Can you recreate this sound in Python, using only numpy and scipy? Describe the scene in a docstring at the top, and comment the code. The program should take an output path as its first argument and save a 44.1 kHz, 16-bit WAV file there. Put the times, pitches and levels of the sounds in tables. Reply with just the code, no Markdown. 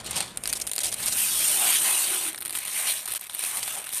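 """Peeling film off a casing

Close to the microphone, in a workshop, hands grip and crumple a plastic film on a curved casing.
It comes loose in single snaps and short rips, then tears away in long pulls: the glue lets go in
a dense crackle of tiny slips that makes the freed sheet rustle and drum. Machines rumble faintly behind."""
import sys
import numpy as np
from scipy import signal
from scipy.fft import rfft, irfft
from scipy.io import wavfile
from scipy.ndimage import uniform_filter1d

SR = 44100
rng = np.random.default_rng(int(sys.argv[2]) if len(sys.argv) > 2 else 0)


def unload_wav(signal):
    """Save mono or channel-first audio to the path in sys.argv[1] as 16-bit WAV at rate SR, clipped to [-1, 1]."""
    wavfile.write(
        sys.argv[1],
        SR,
        np.round(np.clip(np.atleast_2d(signal).T, -1, 1) * 32767).astype(np.int16),
    )


N = 176400
TIME = np.arange(N) / SR

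# Levels are relative: each layer is also filtered or trimmed on its way into the mix.
# machines in the background: time_s, level_db
RUMBLE_LEVELS = [(0.0, -42.5), (0.22, -43.5), (0.27, -45), (0.62, -47.5), (0.65, -43), (0.72, -58),
                 (1.01, -45), (2.22, -59.5), (2.91, -56.5), (3.03, -62), (3.13, -53), (3.21, -67),
                 (3.64, -54), (4.0, -65)]
# their spectrum: frequency_hz, gain_db
RUMBLE_SPECTRUM = [(20, -14), (36, -16), (50, 4), (75, -8.5), (108, 2.5), (150, -3.5), (200, -0.5),
                   (300, -7), (700, -10), (2000, -14), (10000, -49)]
# the hand crumples the loose edge, then the film shifts between the fingers: time_s, level_db
CRUMPLE_LEVELS = [(0.0, -39), (0.03, -57), (0.066, -37.5), (0.08, -42), (0.157, -37), (0.165, -30),
                  (0.198, -37.5), (0.204, -31.5), (0.266, -45.5), (0.272, -43.5), (0.36, -56)]
HANDLING_LEVELS = [(.36, -54), (.42, -47.5), (.47, -38), (.58, -40.5), (.70, -45.5), (.78, -44), (.85, -33),
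                   (.96, -42), (1.0, -41)]
# spectra of crumpling and handling: frequency_hz, gain_db
CRUMPLE_SPECTRUM = [(59, -32), (100, -4), (198, -8), (233, -25), (318, -2.5), (368, -9.5), (791, -3),
                    (1530, -10), (3810, -1.5), (5750, -10.5), (8880, -6), (14000, -20)]
HANDLING_SPECTRUM = [(100, -12), (350, -7), (700, 4.5), (1100, -12.5), (2500, 2), (5000, -12), (9000, 1),
                     (14000, -7)]
# single creases flipping: start_s, level_db, tilt_db_per_octave
SNAP_EVENTS = [(0.045, -25.5, -3), (0.1094, -16.5, 11), (.165, -13, -1), (0.176, -21, 2), (0.205, -12, -6),
               (0.3728, -13, -3.5), (0.437, -15.5, -2), (0.4565, -14, -5), (.463, -26, -4),
               (.475, -10.5, 2), (.528, -7.5, 0), (0.5341, -11.5, -3.5), (0.6002, -16.5, 0),
               (0.668, -16.5, -2), (0.6728, -13, 1), (0.680, -25, 4), (0.687, -29, 7), (0.695, -19.5, -1),
               (.715, -12.5, 1), (0.7338, -14, 1), (0.744, -29, 11), (0.7548, -20, 4), (0.7621, -12.5, 4),
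               (0.7806, -11, -2), (0.7896, -11.5, 0), (.834, -17, 6), (0.857, -12.5, 2), (.926, -13.5, 2),
               (.942, -14, 4), (1.06, -12.5, 14), (1.083, -14, -1), (2.330, -22, -2), (2.346, -22, -6),
               (2.359, -23.5, 1), (2.379, -21.5, -5.5), (2.386, -24, 4), (2.406, -21, 6), (2.412, -20, 3),
               (2.4225, -18, -3), (2.4275, -22, 7), (2.451, -17.5, 1), (2.458, -16, -0.5),
               (2.4675, -20, -1), (2.479, -19, 4), (2.4951, -17.5, -2.5), (2.507, -17, 2),
               (2.526, -18.5, 3), (2.552, -18.5, -5), (2.574, -17, 0), (2.5871, -16.5, 9), (2.652, -19, 3),
               (2.68, -18, -1), (3.058, -17, 5), (3.077, -21, 3), (3.085, -18, 0), (3.113, -20, 5),
               (3.122, -15.5, 6), (3.137, -21, 8), (3.159, -16, 1), (3.167, -16.5, -1), (3.211, -25, 13),
               (3.222, -28.5, -4.5), (3.239, -25.5, 2), (3.268, -25, 2), (3.2971, -22, -6), (3.334, -26, 4),
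               (3.342, -22, 9), (3.348, -16, 8), (3.392, -15, 7), (3.438, -16, -4), (3.571, -15.5, 0),
               (3.6292, -16.5, -4.5), (3.678, -15.5, -2.5), (3.842, -26, -4), (3.869, -20.5, -3),
               (3.891, -20, 0), (3.927, -16.5, 8), (3.968, -22, 0)]
# early snaps, thin and hard; later snaps, crisp with a dip at 5-7 kHz: frequency_hz, gain_db
EARLY_SNAP_SPECTRUM = [(150, -17), (700, -18), (1200, -14), (2500, -17.5), (3800, -7.5), (4900, -0.5),
                       (5900, -8.5), (7200, -2), (8800, 0.5), (10500, -1), (14000, -9)]
LATE_SNAP_SPECTRUM = [(150, -27), (700, -10.5), (1200, -9), (2500, -7), (4000, -2), (5200, -8), (7000, -17),
                      (8800, 2), (10500, -0.5), (14000, -3.5)]
# the film shivering around a snap: frequency_hz, gain_db
SHIVER_SPECTRUM = [(150, -7.5), (700, -6), (1200, -6.5), (2500, -1.5), (4200, 0.5), (5800, -31),
                   (7200, -20), (9200, 5.5), (14000, -11.5)]
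# short rips in the glue: start_s, length_s, level_db
RIP_EVENTS = [(0.059, 0.012, -37), (0.108, .005, -33), (0.156, 0.031, -33.5), (.488, 0.014, -31),
              (0.553, 0.022, -33.5), (0.612, 0.0091, -29.5), (0.803, 0.014, -31), (0.832, 0.016, -27),
              (0.852, 0.021, -31.5), (0.876, 0.017, -33.5), (0.915, 0.028, -35), (1.027, 0.012, -31),
              (1.064, 0.026, -29.5), (1.119, 0.019, -29), (2.375, 0.0042, -42), (2.448, 0.014, -43),
              (3.055, 0.005, -36.5), (3.3, 0.0078, -45), (3.628, 0.0095, -32.5), (3.929, 0.009, -36)]
# their spectrum: frequency_hz, gain_db
RIP_SPECTRUM = [(150, -15), (700, -11), (1200, -10), (2500, -9), (4200, -2), (5800, -1.5), (7200, -2),
                (8700, 0), (10500, -1.5), (14000, -9.5)]
# resonances that swell in the stretched sheet: start_s, length_s, pitch_hz, width_hz, level_db
DRUM_SWELLS = [(0.155, 0.086, 684, 400, -43.5), (1.153, 0.5, 5400, 2000, -38.5),
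               (1.562, 0.18, 760, 300, -38), (1.66, 0.155, 3020, 700, -39), (2.71, 0.19, 2070, 1110, -39)]
# the long pulls: time_s, sizzle_db, crackle_db, rustle_db
PULL_LEVELS = [(.97, -39, -47, -68), (1.0, -32.5, -39.5, -47.5), (1.14, -30, -42.5, -47.5),
               (1.19, -21.5, -35, -43.5), (1.29, -25, -38, -47.5), (1.45, -21.5, -36, -41.5),
               (1.58, -23, -38, -40), (1.68, -20.5, -32.5, -37), (1.76, -20, -29, -43),
               (1.80, -24, -39, -41.5), (1.88, -21, -32, -36), (1.96, -23, -38, -39.5),
               (2.01, -22, -37.5, -39), (2.09, -26, -35.5, -42), (2.15, -25, -37, -39),
               (2.21, -28.5, -40.5, -43.5), (2.29, -28, -41, -45), (2.32, -41.5, -49, -51.5),
               (2.40, -50.5, -81, -54), (2.52, -41.5, -49, -53), (2.56, -27, -38, -47),
               (2.60, -36, -43, -51), (2.70, -32.5, -41.5, -48.5), (2.79, -25.5, -38.5, -40),
               (2.835, -29, -43, -44.5), (2.88, -25, -30.5, -40), (2.915, -24.5, -33, -42),
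               (2.935, -28, -40, -45.5), (2.98, -32.5, -39.5, -49.5), (3.045, -38.5, -50.5, -51),
               (3.09, -34, -42, -48), (3.165, -31.5, -39.5, -52), (3.195, -42.5, -57, -55),
               (3.25, -41.5, -46, -53.5), (3.29, -47, -63, -61), (3.31, -43, -50, -54),
               (3.38, -36.5, -45.5, -51), (3.40, -32, -38.5, -50.5), (3.46, -27.5, -39, -42.5),
               (3.52, -32, -41.5, -48.5), (3.58, -28, -41.5, -40.5), (3.62, -37, -45.5, -50),
               (3.68, -30.5, -41, -47), (3.78, -33, -42.5, -43.5), (3.82, -39.5, -48.5, -49),
               (3.922, -39.5, -48.5, -52.5), (3.935, -31, -43.5, -57), (3.97, -26.5, -40, -49),
               (4.0, -32, -41, -48)]
# how fast the glue lets go: time_s, slips_per_s
PULL_SLIP_RATE = [(1.0, 1770), (1.25, 3450), (1.7, 4970), (2.2, 3200), (2.4, 350), (2.65, 800), (2.9, 4300),
                  (3.05, 400), (3.33, 350), (3.45, 1960), (3.75, 1480), (3.87, 450), (4.0, 1730)]
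# the peel line's sizzle, the sheet's crackle and its lower rustle: frequency_hz, gain_db
SIZZLE_SPECTRUM = [(2000, -59), (5500, -16), (7200, -12.5), (8400, -7.5), (9500, -5.5), (11000, -9.5),
                   (12500, -10.5), (14000, -9.5)]
CRACKLE_SPECTRUM = [(700, -21.5), (1400, -8), (2200, -1), (2900, 0.5), (4200, -1), (4900, -8.5),
                    (5900, -7.5), (7200, -24.5), (12000, -21)]
RUSTLE_SPECTRUM = [(80, -30.5), (200, -9.5), (450, -8), (600, -2.5), (780, 0), (1150, -1.5), (1600, -2.5),
                   (3000, -7), (8000, -37)]
# taut patches sing as the peel line crosses them: time_s, level_db
SING_LEVELS = [(1.14, -47), (1.22, -40.5), (1.4, -36.5), (1.55, -38), (1.68, -32.5), (1.78, -41),
               (1.95, -34), (2.15, -43), (2.29, -45)]
# the freed sheet's drone, rising as it is pulled tight: time_s, pitch_hz, level_db
DRONE_CURVE = [(1.25, 325, -56), (1.45, 329.4, -53), (1.8, 325.7, -55), (2.02, 327.3, -65),
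               (2.08, 323.7, -48.5), (2.15, 390.3, -49), (2.22, 347.3, -51), (2.28, 315.6, -45),
               (2.33, 323.6, -58.5), (2.58, 325, -56)]

RUMBLE_TRIM_DB, HUM_HZ, HUM_DB = -2.5, 49.7, -13.5
CRUMPLE_TRIM_DB, HANDLING_TRIM_DB, CREASES_PER_S = 2.5, -2.5, 1400
SNAP_TRIM_DB, SNAP_ATTACK_S, SNAP_DECAY_S, SHIVER_DECAY_S, SHIVER_DB = -4, 0.00033, 0.0011, 0.0044, -11
LATE_SNAPS_FROM_S = 2.0   # from here on the snaps sound crisp, with a dip at 5-7 kHz
RIP_TRIM_DB, RIP_ATTACK_S, RIP_RELEASE_S, RIP_SLIPS_PER_S = 1.5, 0.0017, 0.0038, 3500
SIZZLE_TRIM_DB, CRACKLE_TRIM_DB, RUSTLE_TRIM_DB = -3, 1.5, 0.5
STUTTER_DB, STUTTER_HZ = 1, 55
PATCH_LIFE_S = .045   # how long the same patches ring before the peel line moves on
SHARED_SLIPS = 0.7   # share of the sheet's crackle set off by the peel line; the rest is creasing
SING_LOW_HZ, SING_HIGH_HZ, SING_WIDTH_HZ, SINGS_PER_S, SING_LENGTH_S = 2390, 4710, 56, 80, .04
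DRONE_WIDTH_HZ = 46
ROOM_T60_S, ROOM_DB, ROOM_DELAY_S = 0.035, -13.5, 0.0032
MIC_PEAK_HZ, MIC_PEAK_WIDTH_HZ, MIC_PEAK_GAIN, CUTOFF_HZ = 8900, 760, 0.89, 14050


def from_db(db):
    """Decibels to gain."""
    return 10 ** (np.asarray(db) / 20)


def unit_rms(x):
    """Scale to an rms of 1."""
    return x / np.sqrt(np.mean(x ** 2) + 1e-20)


def level(rows, column=1):
    """Gain along a dB curve, fading quickly outside it."""
    rows = np.array(rows)
    times = np.maximum.accumulate(rows[:, 0])
    outside_s = np.maximum(times[0] - TIME, 0) + np.maximum(TIME - times[-1], 0)
    return from_db(np.interp(TIME, times, rows[:, column])) * np.exp(-outside_s / 0.0091)


def colour(x, spectrum, size=4096):
    """Filter to the shape of a spectrum, at unit power gain below the cutoff."""
    hz, db = np.transpose(spectrum)
    grid_hz = np.maximum(np.arange(size // 2 + 1) * SR / size, 1)
    gain = from_db(np.interp(np.log(grid_hz), np.log(hz), db))
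    cepstrum = irfft(np.log(gain))
    cepstrum[1:size // 2] *= 2   # minimum phase: nothing rings ahead of a click
    cepstrum[size // 2 + 1:] = 0
    response = np.exp(rfft(cepstrum))
    response /= np.sqrt(np.mean(abs(response) ** 2 * (grid_hz < CUTOFF_HZ)))
    return signal.fftconvolve(x, irfft(response))[:N]


def resonance(x, hz, width_hz):
    """One resonance with a gain of 1 at its peak."""
    r = np.exp(-np.pi * width_hz / SR)
    feedback = [1, -2 * r * np.cos(2 * np.pi * hz / SR), r * r]
    return signal.lfilter(np.array([1, 0, -1]) * (1 - r * r) / 2, feedback, x)


def drift(rate_hz):
    """A slow random wander of unit rms."""
    r = np.exp(-2 * np.pi * rate_hz / SR)
    return unit_rms(signal.lfilter([1], [1, -2 * r, r * r], rng.standard_normal(N + SR))[SR:])


def narrow_ring(hz, width_hz):
    """A resonance along a pitch curve, kept ringing by chance slips; unit rms."""
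    phase = 2 * np.pi * np.cumsum(hz) / SR
    r, settle = np.exp(-2 * np.pi * width_hz / SR), SR // 20
    noise = rng.standard_normal((2, len(hz) + settle))
    shake = signal.lfilter([1], [1, -2 * r, r * r], noise)[:, settle:]
    return unit_rms(shake[0] * np.cos(phase) + shake[1] * np.sin(phase))


def slips(per_s, spread_db):
    """Random clicks of uneven, stuttering size, at a steady mean power of 1."""
    sizes = from_db(spread_db * np.minimum(rng.exponential(1, N), 4.5)) * rng.choice([-1, 1], N)
    clicks = sizes * (rng.random(N) < per_s / SR) * from_db(STUTTER_DB * drift(STUTTER_HZ))
    power = uniform_filter1d(clicks ** 2, size=1000)
    return clicks / np.sqrt(np.maximum(power, 1e-4))


def film_patches(clicks, decay_s, count=4):
    """Each click briefly rings one of a few patches of film; the patches change as the film moves."""
    out, t = np.zeros(N + SR), TIME[:SR // 50]
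    patch_hit = rng.integers(0, count, N)
    patch_clicks = clicks * (patch_hit == np.arange(count)[:, None])
    rings = rng.standard_normal((200, count, len(t))) * np.exp(-t / decay_s)
    rings /= np.linalg.norm(rings, axis=-1, keepdims=True)
    step = int(PATCH_LIFE_S * SR)
    for start, ring in zip(range(0, N, step), rings):
        sound = signal.fftconvolve(patch_clicks[:, start:start + step], ring, axes=1).sum(axis=0)
        out[start:start + len(sound)] += sound
    return out[:N]


def machines():
    """Low rumble from the back of the workshop, with a wavering motor hum in it."""
    hum = from_db(HUM_DB + 2.5 * drift(rate_hz=2.5)) * np.sin(2 * np.pi * HUM_HZ * TIME)
    rumble = colour(rng.standard_normal(N), RUMBLE_SPECTRUM)
    return (rumble + hum) * level(RUMBLE_LEVELS) * from_db(RUMBLE_TRIM_DB)


def hands():
    """Dull creasing as fingers crumple the edge and work it loose."""
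    creases = film_patches(slips(CREASES_PER_S, spread_db=1), decay_s=0.0031)
    crumple = colour(creases, CRUMPLE_SPECTRUM) * level(CRUMPLE_LEVELS) * from_db(CRUMPLE_TRIM_DB)
    handling = colour(creases, HANDLING_SPECTRUM) * level(HANDLING_LEVELS) * from_db(HANDLING_TRIM_DB)
    return crumple + handling


def snaps():
    """A crease flips: a sharp crack of its own brightness, then a duller shiver of the film around it."""
    cracks, shivers, t = np.zeros(N + SR), np.zeros(N + SR), TIME[:SR // 20]
    rise = np.minimum(t / SNAP_ATTACK_S, 1)
    octaves = np.log2(np.clip(np.fft.rfftfreq(len(t), 1 / SR), 2500, CUTOFF_HZ) / 8000)
    for start_s, level_db, tilt_db in SNAP_EVENTS:
        start = int(start_s * SR)
        crack, shiver = from_db(level_db + SNAP_TRIM_DB) * rise * rng.choice([-1, 1], (2, len(t)))
        tilted = rfft(crack * np.exp(-t / SNAP_DECAY_S)) * from_db(tilt_db * octaves)
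        cracks[start:start + len(t)] += irfft(tilted, len(t))
        shivers[start:start + len(t)] += shiver * np.exp(-t / SHIVER_DECAY_S)
    is_late = TIME > LATE_SNAPS_FROM_S
    early = colour(cracks[:N] * ~is_late, EARLY_SNAP_SPECTRUM)
    late = colour(cracks[:N] * is_late, LATE_SNAP_SPECTRUM)
    return early + late + from_db(SHIVER_DB) * colour(shivers[:N], SHIVER_SPECTRUM)


def rips():
    """A small patch of glue gives way in a quick run of slips."""
    gain = np.zeros(N)
    for start_s, length_s, level_db in RIP_EVENTS:
        attack = np.clip((TIME - start_s) / RIP_ATTACK_S, 0, 1)
        release = np.exp(-np.maximum(TIME - start_s - length_s, 0) / RIP_RELEASE_S)
        gain += from_db(level_db) * attack * release
    tearing = film_patches(slips(RIP_SLIPS_PER_S, spread_db=1), decay_s=0.0011)
    return colour(gain * tearing, RIP_SPECTRUM) * from_db(RIP_TRIM_DB)


def drumming():
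    """Resonances of the taut sheet swell and fade as it is tugged."""
    out = np.zeros(N)
    for start_s, length_s, pitch_hz, width_hz, level_db in DRUM_SWELLS:
        progress = np.clip((TIME - start_s) / length_s, 0, 1)
        swell = np.sqrt(np.abs(np.sin(np.pi * progress)))
        band = resonance(rng.standard_normal(N), pitch_hz, width_hz)
        out += from_db(level_db) * swell * unit_rms(resonance(band, pitch_hz, width_hz))
    return out


def pulls():
    """Slips sizzle at the peel line and set the freed sheet crackling and rustling."""
    per_s = np.interp(TIME, *np.transpose(PULL_SLIP_RATE))
    glue = slips(per_s, spread_db=0.5)
    sheet = np.sqrt(SHARED_SLIPS) * glue + np.sqrt(1 - SHARED_SLIPS) * slips(per_s, spread_db=2)
    sizzle = colour(film_patches(glue, decay_s=0.0026), SIZZLE_SPECTRUM)
    crackle = colour(film_patches(sheet, decay_s=0.0014, count=3), CRACKLE_SPECTRUM)
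    rustle = colour(film_patches(sheet, decay_s=0.0018), RUSTLE_SPECTRUM)
    return (sizzle * level(PULL_LEVELS, column=1) * from_db(SIZZLE_TRIM_DB)
            + crackle * level(PULL_LEVELS, column=2) * from_db(CRACKLE_TRIM_DB)
            + rustle * level(PULL_LEVELS, column=3) * from_db(RUSTLE_TRIM_DB))


def singing():
    """Patch after patch of taut film rings at its own pitch, giving the pull a shifting, raspy tone."""
    out = np.zeros(N + SR)
    swell = np.sin(np.pi * np.linspace(0, 1, int(SING_LENGTH_S * SR)))
    starts_s = np.arange(SING_LEVELS[0][0] - SING_LENGTH_S, SING_LEVELS[-1][0], 1 / SINGS_PER_S)
    for start_s, (lateness, tightness) in zip(starts_s, rng.random((len(starts_s), 2))):
        pitch_hz = np.full(len(swell), SING_LOW_HZ * (SING_HIGH_HZ / SING_LOW_HZ) ** tightness)
        start = int((start_s + lateness / SINGS_PER_S) * SR)
        out[start:start + len(swell)] += swell * narrow_ring(pitch_hz, SING_WIDTH_HZ)
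    overlap_power = SINGS_PER_S * SING_LENGTH_S / 2
    return out[:N] * level(SING_LEVELS) / np.sqrt(overlap_power)


def drone():
    """The lowest resonance of the sheet follows its tension and trails off as it slackens."""
    time_s, pitch_hz, _ = np.transpose(DRONE_CURVE)
    return narrow_ring(np.interp(TIME, time_s, pitch_hz), DRONE_WIDTH_HZ) * level(DRONE_CURVE, column=2)


def workshop(x):
    """Short, diffuse reflections reach the microphone from machines and walls, a little dull."""
    t = TIME[:SR]
    tail = rng.standard_normal(SR) * from_db(-60 * t / ROOM_T60_S) * (t > ROOM_DELAY_S)
    wet = signal.fftconvolve(x, tail / np.linalg.norm(tail))[:N]
    return from_db(ROOM_DB) * signal.sosfilt(signal.butter(1, 7000, fs=SR, output="sos"), wet)


def scene():
    """In mono: the film close by, the room around it, machines behind."""
    film = hands() + snaps() + rips() + drumming() + pulls() + singing() + drone()
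    return (film + workshop(film) + machines())[None]


def record(dry):
    """The microphone port rings in the high treble; the top is cut steeply."""
    bright = dry + MIC_PEAK_GAIN * resonance(dry, MIC_PEAK_HZ, MIC_PEAK_WIDTH_HZ)
    return signal.sosfilt(signal.ellip(12, .2, 80, CUTOFF_HZ, fs=SR, output="sos"), bright)


dry = scene()
out = record(dry)
unload_wav(out)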